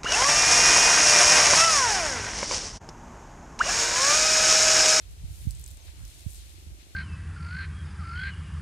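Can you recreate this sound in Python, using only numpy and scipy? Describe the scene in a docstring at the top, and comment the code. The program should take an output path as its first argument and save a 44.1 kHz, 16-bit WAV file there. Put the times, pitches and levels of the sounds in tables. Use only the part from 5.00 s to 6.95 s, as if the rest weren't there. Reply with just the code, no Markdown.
"""Granules patter on the leaves of a young crop: two hand throws, stray grains ticking close by.
Each near grain cracks on a leaf or straw and rings it briefly; fine spray and brushed foliage swish.
A breeze rustles tall cane on the left and buffets mainly the right microphone port, with soft pops.
Far off are faint gliding calls and the exhaust puffs of a slow engine, louder towards the end."""
import sys
import numpy as np
from scipy import signal
from scipy.fft import rfft, irfft, next_fast_len
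from scipy.io import wavfile
from scipy.ndimage import uniform_filter1d, map_coordinates

SR = 44100
rng = np.random.default_rng(int(sys.argv[2]) if len(sys.argv) > 2 else 0)


def waveform_to_disk(signal):
    """Save audio, clipped to [-1, 1], as 16-bit WAV at the path in sys.argv[1]."""
    frames = np.transpose(np.atleast_2d(signal))
    scaled = np.clip(frames, -1, 1) * 32767
    samples = np.round(scaled).astype(np.int16)
    wavfile.write(sys.argv[1], SR, samples)


N = 85995


def amp(db):
    """Decibels to gain."""
    return 10 ** (np.asarray(db) / 20)


def unit(x):
    """Scale to rms 1."""
    return x / np.sqrt(np.mean(x ** 2) + 1e-20)


def along(points, hz):
    """Interpolate (freq_hz, value) points on a log frequency axis."""
    freq_hz, values = np.transpose(points)
    return np.interp(np.log(hz + 1), np.log(freq_hz + 1), values)


def curve(points):
    """Interpolate (time_s, value) points to one value per sample."""
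    return np.interp(np.arange(N) / SR, *np.transpose(points))


def wobble(knots_per_s):
    """Smooth random curve."""
    return map_coordinates(rng.standard_normal(N // 100), [np.arange(N) * knots_per_s / SR], mode="wrap")


def filtered(x, response):
    """Apply the gain response(hz) by zero-padded FFT."""
    n = x.shape[-1]
    padded = next_fast_len(n + 8192)
    return irfft(rfft(x, padded) * response(np.fft.rfftfreq(padded, 1 / SR)), padded)[..., :n]


def pan(db):
    """Stereo gains for a left-minus-right level."""
    return amp(np.array([[db], [-db]]) / 2)


def add(track, start_s, sound):
    """Mix a sound into the track."""
    part = track[..., max(round(start_s * SR), 0):][..., :sound.shape[-1]]
    part += sound[..., :part.shape[-1]]


def stereo_noise(spectrum, correlation):
    """Noise of rms 1 with a given spectrum and left-right correlation."""
    def mid_side_gains(hz):
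        angle = np.arccos(np.clip(along(correlation, hz), -1, 1)) / 2
        return amp(along(spectrum, hz)) * [np.cos(angle), np.sin(angle)]
    mid, side = filtered(rng.standard_normal((2, N)), mid_side_gains)
    return unit(np.array([mid + side, mid - side]))


def burst(noise, t60_s):
    """Noise decaying exponentially from about rms 1."""
    fade = np.exp(-np.log(1000) * np.arange(noise.shape[-1]) / SR / t60_s)
    return unit(noise * fade) * np.sqrt(np.mean(fade ** 2))


def open_air(level_db=-58.5, pan_db=1):
    """Steady hiss of open air."""
    spectrum = [(100, -7.5), (220, -0.5), (320, 2.5), (450, -2), (700, -2.5), (1100, -5), (2000, -7),
                (4000, -9.5), (5600, -3.5), (8500, -5), (11000, -8), (14000, -12), (16000, -41)]  # freq_hz, gain_db
    correlation = [(200, 0.55), (550, 0.5), (1000, -0.55), (2000, -0.41), (4000, -0.7), (8000, -0.006),
                   (12000, -0.14)]  # freq_hz, left_right_correlation
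    return amp(level_db) * pan(pan_db) * stereo_noise(spectrum, correlation)


def far_calls():
    """Thin gliding tones, perhaps birds, barely above the air."""
    calls = [(0.015, 0.041, -72.5, 1474, 1330, 1260), (0.307, 0.078, -76, 1380, 1346, 1270),
             (0.804, 0.0293, -58, 6620, 6200, 5840), (1.115, 0.19, -71, 611, 699, 544)]  # start_s, length_s, level_db, start_hz, middle_hz, end_hz
    out = np.zeros(N)
    for start_s, length_s, level_db, *glide_hz in calls:
        progress = np.linspace(0, 1, int(length_s * SR))
        pitch_hz = np.polyval(np.polyfit([0, .5, 1], glide_hz, 2), progress)
        envelope = amp(level_db) * np.sqrt(np.abs(np.sin(np.pi * progress)))
        add(out, start_s, envelope * np.sin(2 * np.pi * np.cumsum(pitch_hz) / SR))
    return out


def far_engine(period_s=.0405, anchor_s=1.545, scatter_db=1, detune=.02):
    """Each firing is a rounded puff in the exhaust's resonances, much like the one before."""
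    levels = [(0, -73), (.7, -62), (.95, -63.5), (1.3, -59.5), (1.48, -60), (1.55, -53.5), (1.75, -56.5),
              (1.95, -55.5)]  # time_s, level_db
    resonances = [(319, 0.5, 0.0043), (129, -5, 0.0055), (530, -20, 0.0026)]  # pitch_hz, gain_db, half_length_s
    cycles = (np.arange(N) / SR - anchor_s) / period_s
    firing = np.round(cycles).astype(int)
    t = (cycles - firing) * period_s  # from the nearest firing
    strength, tuning = rng.standard_normal(size=(128, 2))[firing].T
    puffs = sum(amp(db) * np.exp(-(t / half_s) ** 2) * np.sin(2 * np.pi * hz * (1 + detune * tuning) * t)
                for hz, db, half_s in resonances)
    return amp(curve(levels) + scatter_db * strength) * puffs


def cane_rustle(gain_db=1.5, flutter_db=1.3, pan_db=9.5, correlation=0.23):
    """Cane leaves on the left rustle with the breeze."""
    breeze = [(0, -64), (.22, -65.5), (.33, -63), (.72, -64.5), (.87, -62), (1.0, -63.5), (1.2, -63),
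              (1.3, -62.5), (1.55, -62.5), (1.72, -67), (1.81, -62.5), (1.87, -64), (1.95, -65)]  # time_s, level_db
    spectrum = [(900, -57), (1400, -8.5), (2400, 3), (3000, 2.5), (4200, 4), (5500, -5), (8000, -9),
                (12000, -12.5), (16000, -52)]  # freq_hz, gain_db
    envelope = amp(curve(breeze) + gain_db + flutter_db * wobble(30.4))
    return envelope * stereo_noise(spectrum, [(3000, correlation)]) * pan(pan_db)


def buffeting(left_db=0.5, right_db=4, flutter_db=1, smooth_s=.04, evening=.7):
    """Gusts rumble on each port separately, harder on the right."""
    gusts = [(0, -52), (.12, -43), (.165, -51), (.24, -37.5), (.28, -43), (.315, -37), (.35, -49.5),
             (.39, -45), (.45, -38.5), (.54, -42.5), (.6, -42), (.645, -49.5), (.72, -43), (.82, -53),
             (.89, -44), (.93, -51), (.98, -44), (1.05, -41.5), (1.11, -52), (1.24, -52), (1.38, -45.5),
             (1.45, -48.5), (1.63, -51), (1.71, -44), (1.78, -51), (1.95, -56)]  # time_s, level_db
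    spectrum = [(20, -34), (32, -20.5), (45, 3), (62, 3.5), (85, -0.5), (125, -13.5), (180, -21),
                (260, -70), (500, -52), (1200, -136)]  # freq_hz, gain_db
    wobble_db = flutter_db * np.array([wobble(13.3), wobble(13.45)])
    rumble = stereo_noise(spectrum, correlation=[(60, 0.11)])
    running_rms = np.sqrt(np.abs(uniform_filter1d(rumble ** 2, int(smooth_s * SR))))
    even_rumble = unit(rumble / running_rms ** evening)  # so the gusts set the swells
    return amp(curve(gusts) + wobble_db + [[left_db], [right_db]]) * even_rumble


def eddy_pops(end_hz=47.4, sag_s=0.0077, rise_s=0.00063, lowpass_hz=312):
    """An eddy hits a port, mostly the right: a quick pressure swing that slows as it dies."""
    eddies = [(0.237, -32.5, 163, .09, 13), (.243, -29.5, 137, 0.13, -14), (0.454, -23.5, 126, 0.069, -16),
              (0.4707, -13, 162, 0.13, -30), (1.0362, -28, 107, 0.18, -44), (1.264, -17.5, 157, .11, -40),
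              (1.672, -33, 96, 0.15, -12), (1.719, -32.5, 83.5, 0.095, -15)]  # start_s, level_db, start_hz, t60_s, pan_db
    out, t = np.zeros((2, N)), np.arange(SR // 5) / SR
    for start_s, level_db, start_hz, t60_s, pan_db in eddies:
        pitch_hz = end_hz + (start_hz - end_hz) * np.exp(-t / sag_s)
        envelope = amp(level_db - 60 * t / t60_s) * (1 - np.exp(-t / rise_s))
        swing = -envelope * np.sin(2 * np.pi * np.cumsum(pitch_hz) / SR)
        add(out, start_s, swing * pan(pan_db) / pan(pan_db).max())
    return filtered(out, lambda hz: 1 / (1 + (hz / lowpass_hz) ** 4))


def swishes(pan_db=3):
    """Fine spray and brushed leaves give short, smooth swells of band noise."""
    swells = [(0.398, -60, 0.067, 11400, 0.34), (0.842, -66.5, 0.053, 694, 0.63),
              (0.885, -58, 0.009, 1780, 1.6), (1.019, -64.5, 0.037, 1210, 1.3),
              (1.153, -63, .06, 3580, 0.72), (1.325, -60, .035, 12300, .3), (1.406, -59, 0.037, 4060, 0.69)]  # peak_s, level_db, sigma_s, centre_hz, width_oct
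    out, t = np.zeros((2, N)), np.arange(N) / SR
    for peak_s, level_db, sigma_s, centre_hz, width_oct in swells:
        noise = rng.standard_normal((2, N))
        band = filtered(noise, lambda hz: np.exp(-(np.log2((hz + 1) / centre_hz) / width_oct) ** 2))
        out += amp(level_db) * np.exp(-((t - peak_s) / sigma_s) ** 2 / 2) * unit(band)
    return pan(pan_db) * out


def patter(grains_per_s=5000, spread_db=2.5, stereo_scatter=0.68):
    """Handfuls land on the leaves as swelling, thinning showers of tiny impacts."""
    showers = [(.12, -60, 0.01, 0.012, -3), (0.389, -55.5, 0.097, 0.088, 2),
               (.575, -58.5, 0.07, 0.071, -3.5), (.70, -58, 0.06, 0.057, -2), (.85, -59.5, 0.02, 0.058, 0),
               (1.1, -57, 0.094, 0.11, 0), (1.21, -56.5, 0.028, 0.029, 0.5), (1.329, -52, 0.05, 0.067, 2.5),
               (1.52, -58.5, 0.086, 0.03, 0), (1.62, -62, 0.037, 0.033, -3)]  # peak_s, level_db, rise_s, fall_s, pan_db
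    spectrum = [(1500, -60), (3500, -6.5), (5500, -3.5), (7500, 0.5), (9200, 2), (10500, -3.5),
                (13000, -4.5), (15500, -17)]  # freq_hz, gain_db
    power, t = np.zeros((2, N)), np.arange(N) / SR
    for peak_s, level_db, rise_s, fall_s, pan_db in showers:
        width_s = np.where(t < peak_s, rise_s, fall_s)
        power += (amp(level_db) * pan(pan_db)) ** 2 * np.exp(-((t - peak_s) / width_s) ** 2)
    sizes = amp(spread_db * np.minimum(rng.exponential(size=N), 4))
    lands = rng.random(N) < grains_per_s / SR
    centred = rng.choice([-1, 1], N) * (1 - stereo_scatter)
    hits = sizes * lands * (centred + stereo_scatter * rng.standard_normal((2, N)))
    return np.sqrt(power) * unit(filtered(hits, lambda hz: amp(along(spectrum, hz))))


def near_grains(ring_t60_s=0.0098, crack_t60_s=0.0082, rise_s=0.00058,
                snap_db=11, snap_delay_s=.0009, mono_mix=0.34):
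    """Each grain snaps and cracks on a leaf or straw, which rings for a few milliseconds."""
    ticks = [(0.508, -24.5, 8200, 4, -5.5, 0.084), (0.5152, -35, 8250, 10, -10, .15),
             (0.55, -34, 7960, 6, -14, 0.13), (0.571, -37, 8300, 2, -9, .12),
             (0.5956, -36.5, 11000, 11, -7, .2), (0.6126, -32, 12000, 3, -13, 0.17),
             (0.628, -45, 9400, 4, -27, .12), (0.6399, -25.5, 7850, 11, -25, 0.15),
             (0.6624, -26, 7700, 4, -16, 0.16), (0.6777, -31.5, 12600, 6, -3, 0.19),
             (0.6863, -36, 9100, 13, -11, 0.13), (0.705, -37, 7900, 11, -8, .1),
             (0.712, -37, 10500, 5, -1, 0.33), (0.7144, -41, 8600, 9, -10, .12),
             (0.7443, -41, 8240, 6, -12, .08), (0.771, -34.5, 7860, 8, -8, 0.13),
             (1.0513, -32.5, 6400, -2, -6, .14), (1.304, -36, 8550, 5, -14, 0.16),
             (1.318, -35, 7700, 3, -14, .13), (1.3454, -33, 8800, 3, -12, .2),
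             (1.3562, -36, 8000, 8, -16, 0.088), (1.37, -37.5, 8000, 2, -12, .11)]  # start_s, level_db, ring_hz, pan_db, crack_over_ring_db, half_width_ratio
    crack_spectrum = [(1500, -52), (3000, -4), (5000, 1), (8000, -7), (13000, 0), (16000, -11)]  # freq_hz, gain_db
    out, t = np.zeros((2, N)), np.arange(SR // 20) / SR
    crack_gain = lambda hz: amp(along(crack_spectrum, hz))
    impulse = signal.unit_impulse(len(t))
    contact = filtered(impulse, lambda hz: crack_gain(hz) * np.exp(-2j * np.pi * hz * snap_delay_s))
    snap = amp(snap_db) * contact / np.linalg.norm(contact)
    attack = 1 - np.exp(-t / rise_s)
    for start_s, level_db, ring_hz, pan_db, crack_db, width in ticks:
        noise = rng.standard_normal((2, 2, len(t))) * (1 - mono_mix)
        noise += rng.standard_normal((2, 1, len(t))) * mono_mix
        ring = filtered(noise[0], lambda hz: 1 / (1 + ((hz - ring_hz) / (width * ring_hz)) ** 2))
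        crack = filtered(noise[1], crack_gain)
        tick = burst(ring, ring_t60_s) + amp(crack_db) * (burst(crack, crack_t60_s) + snap)
        add(out, start_s, amp(level_db) * pan(pan_db) * attack * tick / 2)
    return out


def scene():
    """Open field, no echo."""
    granules = near_grains() + patter() + swishes()
    wind = cane_rustle() + open_air() + buffeting() + eddy_pops()
    return granules + wind + far_engine() + far_calls()


def record(dry, low_cut_hz=30, top_hz=15750):
    """Cut the deepest rumble and everything above the band limit."""
    return filtered(dry, lambda hz: (1 - 1 / (1 + (hz / low_cut_hz) ** 6)) * (hz < top_hz))


dry = scene()
out = record(dry)
waveform_to_disk(out)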